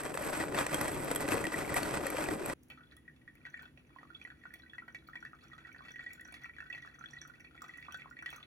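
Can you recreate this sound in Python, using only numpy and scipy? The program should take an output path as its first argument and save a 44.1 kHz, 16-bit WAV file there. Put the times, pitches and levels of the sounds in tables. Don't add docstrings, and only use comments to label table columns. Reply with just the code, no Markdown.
import sys
import numpy as np
from scipy import signal
from scipy.fft import rfft, irfft, next_fast_len
from scipy.io import wavfile

SR = 44100
rng = np.random.default_rng(int(sys.argv[2]) if len(sys.argv) > 2 else 0)


def generate_wav(sig):
    pcm = np.round(np.clip(np.atleast_2d(sig).T, -1, 1) * 32767).astype(np.int16)
    wavfile.write(sys.argv[1], SR, pcm)


N = 373065
SIZE = next_fast_len(N + SR)
HZ = np.maximum(np.arange(SIZE // 2 + 1) * SR / SIZE, 1)
MILL_END_S, DRIP_START_S = 2.538, 2.69
CUTOFF_HZ = 16450

# (frequency [Hz], level [dB])
HUM_MID_SPECTRUM = [(15, -36.5), (40, -10), (64, -6.5), (255, -1.5), (881, -23.5), (2000, -21.5),
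                    (4330, -36), (7300, -38), (8300, -73), (9400, -32.5), (12000, -33.5), (13300, -61),
                    (14800, -41), (16000, -38)]
HUM_SIDE_SPECTRUM = [(15, -43), (40, -14), (291, -5.5), (929, -16), (1550, -17), (3000, -17.5), (5800, -33),
                     (6700, -29), (8600, -21.5), (10200, -29.5), (11200, -43.5), (12200, -24), (14000, -31),
                     (16000, -52)]
# (frequency [Hz], width [Hz], lift [dB])
HUM_TONES = [(65.2, 38, 11.5), (140.8, 18, 12), (251.1, 6.4, 10.5), (292, 3, 13), (326.4, 21, 9.5)]
# (frequency [Hz], share in step [1], share a quarter cycle off [1])
HUM_COHERENCE = [(49.6, 0.1, 0.14), (1000, 0.03, 0.06)]
HUM_DB, HUM_SIDE_DB = -63.5, -7.5

# (time [s], level before mixing [dB], centre [Hz], top treble re level [dB])
TICK_EVENTS = [(2.6329, -64.5, 6350, 12.5), (2.684, -58, 10500, -3), (2.7, -58, 5780, 7),
               (2.966, -45.5, 10500, -6), (3.3528, -65, 12200, 8), (3.6229, -50.5, 15300, -3),
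               (4.215, -61, 5840, -5), (4.2408, -50, 10800, -21), (4.539, -37.5, 9100, -8.5),
               (4.88, -64, 5830, 2), (4.9247, -54, 5900, -13), (5.0759, -49, 15200, -9),
               (5.728, -51, 5930, -7), (6.0359, -52, 7250, -19), (6.1323, -43.5, 7100, 1.5),
               (6.209, -47.5, 10500, -3), (6.2492, -41, 5930, -25), (6.277, -52, 6060, -5),
               (6.323, -40, 10000, -12), (6.436, -45, 5820, -12), (6.6997, -49.5, 5800, -11),
               (6.8204, -49, 5900, -23), (6.991, -44, 6070, -20), (7.0584, -57, 5800, -23),
               (7.1084, -44, 5820, -24), (7.135, -46, 5900, -25), (7.2152, -30, 5850, -35),
               (7.2755, -48.5, 5930, -0.5), (7.4054, -48, 5830, -9), (7.6195, -36.5, 7310, -8.5),
               (7.682, -49, 5850, -9), (7.7737, -47, 10000, -8), (7.8032, -59, 15600, -7),
               (7.9229, -39, 5810, -8), (7.9723, -49, 7400, -4), (8.101, -50.5, 5700, -5),
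               (8.2242, -47, 5840, -13), (8.259, -46, 5970, -23), (8.303, -43, 12600, -2),
               (8.361, -46.5, 6060, 1.5)]
FOAM_PER_S, FOAM_DB, FOAM_HZ, FOAM_TOP_DB = 39, -6, 5950, -12
# (time [s], level [dB])
TRICKLE_LEVEL = [(2.6, -65.5), (3.24, -91), (3.51, -63.5), (3.82, -83.5), (4.0, -70.5), (4.1, -72),
                 (4.7, -71.5), (4.96, -76.5), (5.23, -66.5), (5.59, -67), (5.88, -62), (6.52, -68.5),
                 (6.73, -64.5), (7.51, -68), (7.81, -62.5), (8.16, -70.5), (8.3, -51.5), (8.46, -72)]
SMALL_PER_S, SMALL_HZ, SMALL_SPREAD = 165, 1806, 0.279
# (time [s], peak before the ports [dB], bubble pitch [Hz], splash re bubble [dB])
LOUD_DROPS = [(2.701, -39, 2720, -13), (2.719, -48, 2650, -11), (2.731, -52, 2330, -16),
              (2.7744, -48, 1307, -22), (2.807, -50, 1406, -26), (2.834, -55, 1440, -12),
              (2.8335, -61, 3430, -25), (2.87, -62, 3530, -30), (2.9125, -54, 3960, -31),
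              (2.9206, -49.5, 1830, -10), (2.925, -51, 1580, -25), (2.9663, -57, 3423, -36),
              (2.9746, -56, 1850, -25), (3.0518, -63, 1880, -32), (3.079, -42, 1840, -28),
              (3.1623, -59, 2260, -7), (3.2147, -57, 1930, -13), (3.2773, -40.5, 1830, -22),
              (3.354, -51, 2040, -29), (3.4003, -67, 1920, -27), (3.414, -58, 2300, -29),
              (3.4526, -35.5, 1970, -19), (3.4645, -41, 1575, -18), (3.5417, -32, 1830, -23),
              (3.5923, -37.5, 1754, -18), (3.6298, -44.5, 1490, -13), (3.6545, -43.5, 1480, -13),
              (3.7744, -48, 2780, -19), (3.8483, -61, 2340, -26), (3.8932, -61, 1880, -20),
              (3.903, -57, 1230, -20), (3.961, -45.5, 1040, -36), (3.9857, -44, 1900, -19),
              (4.0308, -42.5, 1210, -24), (4.1027, -44, 1373, -23), (4.147, -42, 3360, -26),
              (4.214, -40, 2460, -16), (4.25, -35.5, 2070, -21), (4.3026, -39.5, 1645, -20.5),
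              (4.3526, -63, 1910, -28), (4.413, -57, 1920, -31), (4.4367, -43, 1830, -24),
              (4.4534, -38.5, 1450, -24), (4.5057, -45, 1740, -35), (4.5373, -40.5, 2130, -13),
              (4.597, -49, 1960, -16), (4.62, -53, 4000, -29), (4.6325, -48.5, 1600, -28),
              (4.6615, -50.5, 1960, -32), (4.6968, -51, 3450, -22), (4.7336, -39, 1715, -20),
              (4.7821, -36, 1900, -24), (4.8204, -44.5, 1375, -39), (4.8798, -41.5, 1720, -21),
              (4.884, -43, 1520, -26), (4.947, -36, 2090, -15.5), (4.988, -57, 3960, -25),
              (5.0226, -58, 1440, -21), (5.072, -54, 4500, -23), (5.0873, -40.5, 1323, -31),
              (5.1325, -41, 1760, -24), (5.155, -34.5, 1835, -20), (5.226, -39, 1530, -19),
              (5.2508, -34, 1740, -19.5), (5.3126, -54, 1710, -31), (5.332, -42, 1283, -42),
              (5.4147, -57, 4250, -33), (5.4511, -54, 1400, -15), (5.499, -55, 1240, -26),
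              (5.516, -48, 1850, -26), (5.532, -43, 1280, -17), (5.5828, -50, 1925, -22),
              (5.6491, -43, 1850, -21), (5.656, -48.5, 1560, -21), (5.6902, -44.5, 1488, -32),
              (5.7164, -46.5, 2180, -22), (5.746, -42, 1770, -33), (5.762, -45, 1550, -23),
              (5.7824, -54, 4430, -30), (5.791, -43, 1520, -31), (5.8067, -44.5, 1025, -40),
              (5.8353, -59, 1550, -30), (5.872, -50, 1930, -19), (5.883, -41, 1970, -21),
              (5.9101, -57, 3430, -23), (5.9394, -46, 1900, -24), (5.9584, -35.5, 1990, -23),
              (5.983, -45, 1790, -20), (5.9924, -35.5, 1840, -20.5), (6.012, -51, 1920, -18),
              (6.0403, -43, 1790, -13), (6.0625, -35.5, 1875, -16), (6.088, -48, 1930, -20),
              (6.106, -41, 2200, -21), (6.135, -49, 2000, -17), (6.175, -51, 1460, -22),
              (6.1958, -41, 1790, -23), (6.2113, -42, 1870, -23), (6.2523, -43.5, 1580, -18),
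              (6.2838, -43.5, 1530, -11), (6.3235, -45, 2340, -15), (6.341, -38.5, 1985, -9),
              (6.366, -44.5, 2120, -17), (6.4169, -63, 2000, -30), (6.434, -46, 2000, -20),
              (6.4434, -34, 1980, -23), (6.458, -45, 1320, -18), (6.4943, -41, 2040, -35),
              (6.541, -61, 2100, -26), (6.5646, -44, 2000, -12), (6.584, -36, 1670, -20),
              (6.6038, -32, 1710, -25), (6.655, -48, 1520, -24), (6.7008, -35, 1930, -22),
              (6.7264, -34, 2470, -22), (6.748, -36, 1986, -14.5), (6.7781, -38, 1950, -20),
              (6.8232, -42.5, 1890, -13), (6.8484, -42, 1314, -23), (6.875, -40.5, 1660, -34),
              (6.941, -49, 1920, -35), (6.986, -48, 1330, -24), (7.0093, -42, 1314, -25),
              (7.0385, -36.5, 1550, -21), (7.058, -42, 3480, -20), (7.1328, -42, 1840, -16),
              (7.1654, -42.5, 1930, -13), (7.1863, -47.5, 3940, -34), (7.216, -40.5, 1680, -16),
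              (7.2507, -42.5, 1390, -28), (7.298, -46, 1420, -23), (7.3368, -52, 1970, -22),
              (7.3797, -57, 1480, -23), (7.4037, -47, 2000, -33), (7.4463, -45.5, 2350, -16),
              (7.471, -51, 2430, -23), (7.5462, -50, 1370, -36), (7.577, -43, 2190, -22),
              (7.6188, -39, 1243, -23), (7.64, -41.5, 1240, -17), (7.6816, -46.5, 1520, -22),
              (7.6922, -40, 1980, -18), (7.7559, -44.5, 2000, -22), (7.7817, -41.5, 1960, -30),
              (7.8262, -39, 2060, -24), (7.846, -50, 1950, -30), (7.864, -51, 2450, -24),
              (7.871, -61, 1310, -30), (7.8831, -39.5, 1210, -34), (7.903, -52, 1400, -28),
              (7.922, -43, 3120, -28), (7.925, -47, 1490, -31), (7.9437, -33.5, 1474, -17),
              (7.986, -49, 2350, -25), (7.9923, -48, 2010, -28), (8.019, -42.5, 2140, -34),
              (8.045, -49, 1330, -33), (8.0572, -44, 1074, -41), (8.111, -42.5, 1390, -38),
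              (8.168, -41.5, 1960, -16), (8.1896, -39, 2200, -29), (8.2239, -37, 1625, -33),
              (8.2601, -29.5, 1974, -19.5), (8.2897, -43, 3350, -23), (8.3047, -45, 1980, -24),
              (8.329, -43, 1265, -26), (8.361, -45.5, 1260, -32), (8.3802, -46, 1215, -19),
              (8.428, -42, 3550, -29)]
FOLLOWER_S, FOLLOWER_DB, FOLLOWER_SPREAD = .016, -10.5, 0.12
IMPACT_DB, IMPACT_T60_S, SPRAY_DB, SPRAY_T60_S = 12, 0.0045, 8, 0.056
BUBBLE_LOW_HZ = 800
# (frequency [Hz], bandwidth [Hz], median level [dB])
JUG_MODES = [(470, 210, -8.5), (954, 570, -10.5), (1225, 197, -12), (1340, 41, -7), (1463, 177, -8.5),
             (1522.5, 36, -5), (1688, 260, -17), (1931.3, 38, 0), (2271, 33, -4), (2317, 240, -9.5),
             (2628, 41, -4.5), (3056, 46, -13), (3400, 42, -2.5), (4000, 20.3, -9), (4270, 130, -15.5),
             (4470, 41, -14), (5874, 40, -19.5), (7270, 32, -24), (9120, 340, -29)]
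# (frequency [Hz], level [dB])
JUG_SCATTER_LEVEL = [(200, -10), (700, -6), (1550, -3), (1920, -12), (2200, -4), (4400, -6), (6600, -20),
                     (16000, -22)]
# (frequency [Hz], phase lead of the left [rad])
JUG_PHASE_LEAD = [(20, 0.01), (1290, .3), (1600, 1.1), (1920, .6), (2200, 1.2), (3400, 2.0), (6650, 0),
                  (8500, -np.pi), (11200, -2 * np.pi), (13600, -3 * np.pi), (16000, -4 * np.pi)]

# (time [s], crunch level [dB], box rumble level [dB])
MILL_LEVEL = [(0.0, -43, -48), (0.01, -46, -51), (0.04, -45, -42.5), (0.13, -49, -43.5), (0.14, -45, -47.5),
              (0.39, -43, -41.5), (0.41, -44.5, -41), (0.5, -51, -43), (0.53, -48.5, -41.5),
              (0.57, -44.5, -39.5), (0.59, -33.5, -41.5), (0.62, -46, -41.5), (0.69, -41, -44.5),
              (0.71, -45.5, -42.5), (0.74, -38.5, -33.5), (0.76, -44, -42.5), (0.9, -44.5, -41),
              (1.28, -45, -42), (1.32, -35.5, -37), (1.33, -39, -36.5), (1.43, -48.5, -43),
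              (1.45, -45, -39.5), (1.52, -47, -48.5), (1.54, -45.5, -45), (1.56, -44, -40.5),
              (1.75, -47.5, -40.5), (1.77, -35, -39), (1.81, -45.5, -43.5), (1.97, -43, -41),
              (2.03, -47.5, -39), (2.07, -43.5, -44), (2.08, -47, -44.5), (2.21, -42, -41.5),
              (2.43, -50, -43), (2.5, -42.5, -42), (2.52, -46, -43.5)]
# (time [s], crunch level [dB], grit re crunch [dB], dome ring re crunch [dB], box thump re crunch [dB])
BEAN_CRACKS = [(0.0344, -38.5, -9, 2, -9), (0.1419, -31, -21, -21, -16), (0.174, -25, -33, -28, -16),
               (0.2229, -35, -13, -2, -14), (0.248, -33, -14, -14, -22), (0.2952, -34.5, -19, -12, -12),
               (0.3997, -37, -20, 2.5, -15), (0.407, -32.5, -25, 2.5, -5), (0.438, -32, -29, -14, -4),
               (0.4825, -36, -32, -24, -16), (0.5459, -25, -25, -8, -24), (0.576, -29, -29, -4, -15),
               (0.5869, -22.5, -36, -17, -28), (0.6279, -31, -14, -7, -17), (0.665, -22.5, -19, -17, -7),
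               (0.7288, -31.5, -16, -28, -14), (0.7435, -24, -7.5, -23, -22), (0.771, -41, -18, -5, -15),
               (0.8054, -34, -18, -23, 1), (0.8125, -24, -13, -18, -4.5), (0.853, -38, -23, 3, -12),
               (0.88, -32, -11, -4, -6), (0.9612, -36, -22, -24, -13), (1.046, -38, -6, -24, -7),
               (1.1131, -24.5, -13, -35, -16), (1.1495, -33, -11, -27, -21), (1.159, -26.5, -9, -40, -21),
               (1.207, -32.5, -11, -22, 4), (1.279, -31, -17, -33, -18), (1.287, -23, -28, -24, -7),
               (1.3062, -31.5, -23, -24, -22), (1.319, -27, -19, -24, -14), (1.3415, -31.5, -14, -14, 12),
               (1.403, -48, -18, -4, -10), (1.4404, -29.5, -19, 0, -25), (1.452, -31, -19, 5, -11),
               (1.468, -23, -31, -21, -10), (1.523, -41.5, -39, 5, -12.5), (1.5417, -34.5, -17, 9.5, -17),
               (1.6117, -33, -16, -10, -16), (1.6926, -35, -17, 2, -1), (1.7416, -33.5, -1, 6, -13),
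               (1.7658, -28, -14, -6, -14), (1.7815, -29, -18, -12, -14), (1.831, -27, -16, -20, -15),
               (1.953, -31, -23, -21, -9), (2.0552, -35, -22, -10, -9), (2.067, -28, -15, -2, -18),
               (2.102, -35, -5, -13, -19), (2.148, -39, -19, -11, -15), (2.169, -29, -24, -26, -26),
               (2.183, -26, -30, -22, -9), (2.24, -26.5, -24, -31, -16), (2.2869, -27.5, -39, -7, 12),
               (2.4594, -32.5, -8, -19, -4), (2.48, -43.5, -10.5, -3, -3), (2.4982, -27, -25, -4.5, 8)]
# (frequency [Hz], level [dB])
MILL_MID_SPECTRUM = [(24, -5), (44, -5), (141, 1), (228, -3), (307, 0), (560, -1), (1640, -14),
                     (2890, -26.5), (6850, -23.5), (8300, -31.5), (9210, -34), (11400, -7), (14300, -29),
                     (16000, -55.5)]
MILL_SIDE_SPECTRUM = [(24, -23), (44, -12), (113, 2.5), (205, -13.5), (307, -1), (800, -1.5), (2520, -23.5),
                      (4450, -25.5), (6850, -18.5), (7830, -11.5), (8730, -19), (11500, -1), (14200, -50.5),
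                      (16000, -80)]
MILL_SIDE_DB = -5
# (frequency [Hz], width [Hz], lift [dB])
MILL_RESONANCES = [(141, 52, 2.5), (305, 64, 7.5), (437, 46, 4), (557, 34, 5.5), (607.5, 30, 4),
                   (737, 27, 3), (977, 32, 2.5), (1140, 21, 2.5), (1223, 39, 5), (1470, 59, 4),
                   (1969, 210, 8), (2518, 480, 8), (3240, 67, 9.5), (5680, 54, 1.5), (7884, 770, 22),
                   (11270, 340, 1), (14400, 610, 11)]
# (frequency [Hz], share in step [1], share a quarter cycle off [1])
MILL_COHERENCE = [(40, .7, 0.01), (300, .45, -.1), (600, .1, -.25), (1200, 0.01, -.4), (3000, 0.01, -.55),
                  (6000, 0, -.85), (9500, 0, -.85), (12000, -.3, -.8)]
# (time [s], level before the rise [dB], pitch [Hz])
SHARD_SNAPS = [(0.0348, -41, 2340), (0.1391, -41, 2650), (0.1695, -38, 2620), (0.4369, -36, 2380),
               (0.4843, -38.5, 2240), (0.5467, -32, 2610), (0.5871, -30, 3360), (0.629, -34, 2380),
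               (0.6649, -32, 2400), (0.7272, -35, 2440), (0.7442, -27.5, 3210), (0.8131, -36.5, 2290),
               (0.8754, -36, 2260), (0.9353, -41, 3370), (0.9607, -41, 2230), (1.0545, -43, 2570),
               (1.1139, -40, 2510), (1.1598, -32, 3280), (1.2795, -31, 2550), (1.3194, -24, 2560),
               (1.3788, -36, 2540), (1.4022, -36, 2530), (1.4421, -31, 2260), (1.4681, -32.5, 2680),
               (1.5399, -32, 2280), (1.5713, -33, 2370), (1.6482, -32, 2200), (1.6796, -35, 2330),
               (1.7429, -35, 2290), (1.7639, -27, 2260), (1.8312, -31, 4420), (1.8966, -49, 2580),
               (2.0667, -39, 2200), (2.1021, -33, 2270), (2.1685, -30, 2440), (2.2398, -38, 2560),
               (2.2593, -29.5, 2460), (2.4443, -37, 2440), (2.4588, -35, 2430), (2.4972, -38, 2430)]
# (time [s], level before the rise [dB], pitch [Hz])
BOX_KNOCKS = [(0.137, -35, 514), (0.148, -32, 520), (0.187, -32.5, 600), (0.299, -29, 570),
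              (0.322, -32, 600), (0.418, -31.5, 330), (0.402, -31, 286), (0.52, -29.5, 374),
              (0.59, -27, 536), (0.731, -49, 373), (0.744, -28, 503), (0.777, -38, 520), (0.814, -30, 272),
              (0.949, -35, 556), (1.113, -25.5, 490), (1.244, -31, 516), (1.282, -26.5, 325),
              (1.321, -21.5, 298), (1.344, -24.5, 463), (1.372, -28, 464), (1.404, -27, 430),
              (1.472, -26.5, 327), (1.541, -31, 309), (1.763, -26, 697), (1.781, -28, 720),
              (1.831, -28, 323), (1.862, -31, 400), (1.924, -31, 325), (2.026, -29, 313.4),
              (2.054, -27, 547), (2.145, -25, 514), (2.185, -26.5, 606), (2.21, -31, 595),
              (2.241, -29, 320), (2.358, -34, 238), (2.411, -29, 365), (2.451, -31, 580)]
SHARD_T60_S, SHARD_RISE_S, KNOCK_T60_S, KNOCK_RISE_S = 0.017, 0.00055, 0.045, 0.0013
DOME_HZ, DOME_T60_S = 1908, 0.024
GRIT_DB, GRIT_FOLLOWS = -61, 1.26


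def from_db(db):
    return 10 ** (np.asarray(db) / 20)


def rms_one(x):
    return x / np.sqrt(np.mean(np.abs(x) ** 2) + 1e-30)


def columns(rows, at, warp=lambda v: v):
    first, *rest = np.transpose(rows)
    return [np.interp(warp(at), warp(first), c) for c in rest]


def colour(spectrum, modes):
    db = columns(spectrum, HZ, np.log)[0]
    for hz, width_hz, lift_db in modes:
        db = db + lift_db / (1 + (2 * (HZ - hz) / width_hz) ** 2)
    cepstrum = irfft(np.log(from_db(db)), SIZE)
    cepstrum[1:SIZE // 2] *= 2
    cepstrum[SIZE // 2 + 1:] = 0
    return np.exp(rfft(cepstrum))


def drift(rate_hz):
    spectrum = rfft(rng.standard_normal(SIZE)) / (1 + (HZ / rate_hz) ** 2)
    return rms_one(irfft(spectrum, SIZE)[:N])


def echoes(t60):
    t = np.arange(SR // 2) / SR
    return rms_one(rfft(rng.standard_normal(len(t)) * from_db(-60 * t / t60), SIZE))


def ports(mid, side, scattered, coherence):
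    step, quarter = np.clip(columns(coherence, HZ, np.log), -.98, .98)
    diffuse = np.sqrt(np.clip(1 - step ** 2 - quarter ** 2, 0, 1))
    side = side * (step + 1j * quarter) + diffuse * scattered
    return irfft([mid + side, mid - side], SIZE)[:, :N]


def place(times, sounds):
    at = (np.asarray(times) * SR).astype(int)[:, None] + np.arange(sounds.shape[1])
    return np.bincount(at.ravel(), sounds.ravel(), N)[:N]


def with_chance(rows, per_s, start, end):
    draws = rng.random((int(per_s * (end - start)), 1))
    return start + draws[:, 0] * (end - start), rng.standard_normal((len(draws), rows)).T


def rings(rows, t60, rise_s):
    s, level_db, hz = np.transpose(rows)[:, :, None]
    age = np.arange(3000) / SR
    envelope = from_db(level_db - 60 * age / t60) * (1 - np.exp(-age / rise_s))
    return place(s[:, 0], np.sin(2 * np.pi * hz * age) * envelope)


def hum():
    mid_colour = colour(HUM_MID_SPECTRUM, HUM_TONES)
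    side_colour = from_db(HUM_SIDE_DB) * colour(HUM_SIDE_SPECTRUM, HUM_TONES)
    mid_rms = np.sqrt(np.mean(np.abs(mid_colour) ** 2))
    noise = rfft(rng.standard_normal((2, SIZE))) * from_db(HUM_DB) / mid_rms
    return ports(noise[0] * mid_colour, noise[0] * side_colour, noise[1] * side_colour, HUM_COHERENCE)


def ticks():
    foam_s, (size, pitch) = with_chance(2, FOAM_PER_S, MILL_END_S, N / SR)
    foam_db = columns(TRICKLE_LEVEL, foam_s)[0] + FOAM_DB + 9.3 * size
    foam = [foam_s, foam_db, FOAM_HZ * from_db(.4 * pitch), np.full(len(size), FOAM_TOP_DB)]
    s, level_db, hz, top_db = np.hstack([np.transpose(TICK_EVENTS), foam])
    t = np.arange(2000) / SR
    snap = np.sin(2 * np.pi * hz[:, None] * t) * from_db(-60 * t / 0.021) * (1 - np.exp(-t / 0.00048))
    noise = rng.standard_normal((len(s), len(t)))
    tail = (from_db(-60 * t / 0.0084) + from_db(-15.0 - 60 * t / 0.028)) * (1 - np.exp(-t / 0.00049))
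    glass = 0
    for mode_hz, width_hz, mode_db in JUG_MODES[-3:]:
        strength = from_db(mode_db + 18.5 + 5.9 * rng.standard_normal((len(s), 1)))
        resonator = signal.iirpeak(mode_hz, mode_hz / (2.0 * width_hz), fs=SR)
        glass = glass + strength * signal.lfilter(*resonator, noise * tail)
    treble = signal.butter(2, 7800, "high", fs=SR, output="sos")
    bright = signal.sosfilt(treble, noise) * from_db(top_db)[:, None]
    return place(s, from_db(level_db)[:, None] * (0.5 * snap + 1.74 * glass + 1.7 * bright * tail))


def drops(hz, splash_db):
    size = 3200
    t, grid = np.arange(size) / SR, np.arange(size // 2 + 1) * SR / size
    hz = np.asarray(hz)[:, None]
    chance = np.clip(rng.standard_normal((len(hz), 2 * len(JUG_MODES) + 2)), -1.6, 1.6)
    cycles = 33 * from_db(2.2 * chance[:, -1:])
    rise = 1.6 * from_db(8.3 * chance[:, -2:-1])
    bubble = np.sin(2 * np.pi * hz * t * (1 + rise * np.minimum(t, .03)))
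    bubble = bubble * from_db(-60 * t * hz / cycles) * (1 - np.exp(-t / 0.0002))
    spray = from_db(SPRAY_DB - 60 * t / SPRAY_T60_S)
    impact = from_db(IMPACT_DB - 60 * t / IMPACT_T60_S)
    splash = rng.standard_normal((len(hz), size)) * from_db(splash_db[:, None]) * (spray + impact)

    mode_hz, width_hz, mode_db = np.transpose(JUG_MODES)[:, :, None]
    modes = from_db(mode_db) / (1 + 1j * (grid - mode_hz ** 2 / (grid + 1)) / width_hz)
    strength = from_db(4.8 * np.array(np.split(chance[:, :-2], 2, axis=1)))
    strength = strength * (-1.) ** np.arange(len(JUG_MODES))
    strength[1] *= rng.choice([-1, 1], strength[1].shape)
    direct = from_db(-15.5) / (1 + 1j * grid / 2500) ** 2 * np.sign(strength[:, :, :1])
    bubble_drive = rfft(bubble) * grid ** 2 / (grid ** 2 + BUBBLE_LOW_HZ ** 2)
    splash_drive = rfft(splash) * grid / (grid + 1800)
    sound = irfft((bubble_drive + splash_drive) * (direct + strength @ modes), size)
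    return sound / np.abs(sound).max(axis=2, keepdims=True)


def loud_drops():
    s, peak_db, hz, splash_db = np.transpose(LOUD_DROPS)
    late, weak, detune = rng.standard_normal((len(s), 3)).T
    s = np.append(s, s + FOLLOWER_S * np.exp(0.42 * late))
    peak_db = np.append(peak_db, peak_db + FOLLOWER_DB + 1.1 * weak)
    hz = np.append(hz, hz * np.exp(FOLLOWER_SPREAD * detune))
    sounds = drops(hz, np.tile(splash_db, 2))
    return np.array([place(s, from_db(peak_db)[:, None] * d) for d in sounds])


def trickle():
    s, (pitch, size) = with_chance(2, SMALL_PER_S, DRIP_START_S, N / SR)
    hz = SMALL_HZ * np.exp(SMALL_SPREAD * np.clip(pitch, -1.1, 2.4))
    sounds = from_db(4.8 * size)[:, None] * drops(hz, np.full(len(s), -9.5))
    small = np.array([place(s, d) for d in sounds])
    clumps = from_db(2.5 * drift(9.))
    return rms_one(small * clumps) * from_db(columns(TRICKLE_LEVEL, np.arange(N) / SR)[0])


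def jug():
    dripping = loud_drops() + trickle()
    room = from_db(-7) * np.array([echoes(.2), echoes(.2)])
    tick = rfft(ticks(), SIZE) * [np.ones(len(HZ)), echoes(0.02)]
    near, scattered = (rfft(dripping, SIZE) + tick) * (1 + room)
    half_lead = np.exp(.5j * columns(JUG_PHASE_LEAD, HZ)[0])
    scattered = scattered * from_db(columns(JUG_SCATTER_LEVEL, HZ, np.log)[0])
    left = from_db(-2.5) * near * half_lead + scattered
    right = from_db(-1.0) * near / half_lead - scattered
    return irfft([left, right], SIZE)[:, :N]


def grinding_grains():
    sizes = from_db(2.43 * np.minimum(rng.exponential(1, N), 5)) * rng.choice([-1, 1], N)
    per_s = 1500 * from_db(4.5 * drift(40.))
    grains = rms_one(sizes * (rng.random(N) < per_s / SR))
    return rms_one(grains + 0.65 * rng.standard_normal(N))


def crushing(mid_colour):
    grains = grinding_grains()
    other_panel = rng.choice([-1, 1], N)
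    crunch_db, rumble_db = columns(MILL_LEVEL, np.arange(N) / SR)
    mean_crunch_db = crunch_db[:int(MILL_END_S * SR)].mean()
    grit_db = GRIT_DB + GRIT_FOLLOWS * (crunch_db - mean_crunch_db)
    s, split_db, high_db, _, low_db = np.transpose(BEAN_CRACKS)
    burst = rng.standard_normal((len(s), 1500))
    age = np.arange(1500) / SR
    above_low, above_mid = 1 / (1 + (900 / HZ) ** 4), 1 / (1 + (6000 / HZ) ** 6)
    bands = [(1 - above_low, rumble_db, split_db + low_db - 16.5, .06, 1.0),
             (above_low - above_mid, crunch_db, split_db - 9.0, .028, 2.4),
             (above_mid, grit_db, split_db + high_db - 0.5, .017, 2.6)]
    force = 0
    for band, level_db, crack_db, t60, patchy_db in bands:
        shape = from_db(-60 * age / t60) + 0.9 * from_db(-60 * age / 0.004)
        shape = shape * (1 - np.exp(-age / 0.0001))
        cracks = place(s, burst * shape * from_db(crack_db)[:, None])
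        uneven_db = patchy_db * drift(20.)
        blows = (grains * from_db(level_db + uneven_db) + cracks) * [np.ones(N), other_panel]
        force = force + rfft(blows, SIZE) * band / np.sqrt(np.mean(np.abs(band * mid_colour) ** 2))
    return force


def dome_rings():
    s, split_db, _, dome_db, _ = np.transpose(BEAN_CRACKS)
    age = np.arange(1500) / SR
    hz = DOME_HZ * (1 + 0.014 * rng.standard_normal((len(s), 1)))
    envelope = from_db(-60 * age / DOME_T60_S) * (1 - np.exp(-age / 0.00081))
    return place(s, np.sin(2 * np.pi * hz * age) * envelope * from_db(split_db + dome_db + 4.0)[:, None])


def mill():
    mid_colour = colour(MILL_MID_SPECTRUM, MILL_RESONANCES)
    side_colour = from_db(MILL_SIDE_DB) * colour(MILL_SIDE_SPECTRUM, MILL_RESONANCES)
    force = crushing(mid_colour)
    dome_gain = np.abs(mid_colour[int(DOME_HZ * SIZE / SR)])
    force = force + rfft(dome_rings(), SIZE) / dome_gain * [[1], [0]]
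    shards = rings(SHARD_SNAPS, SHARD_T60_S, SHARD_RISE_S)
    knocks = rings(BOX_KNOCKS, KNOCK_T60_S, KNOCK_RISE_S)
    force = force + rfft(shards + knocks, SIZE) / np.abs(mid_colour) * [[1], [.5]]
    force = force * (1 + from_db(-13) * echoes(.25))
    both = ports(force[0] * mid_colour, force[0] * side_colour, force[1] * side_colour, MILL_COHERENCE)
    return both * np.clip((MILL_END_S - np.arange(N) / SR) / 0.00091, 0, 1)


def scene():
    return mill() + jug() + hum()


def record(dry):
    return signal.sosfilt(signal.cheby2(18, 60, CUTOFF_HZ, fs=SR, output="sos"), dry)


dry = scene()
out = record(dry)
generate_wav(out)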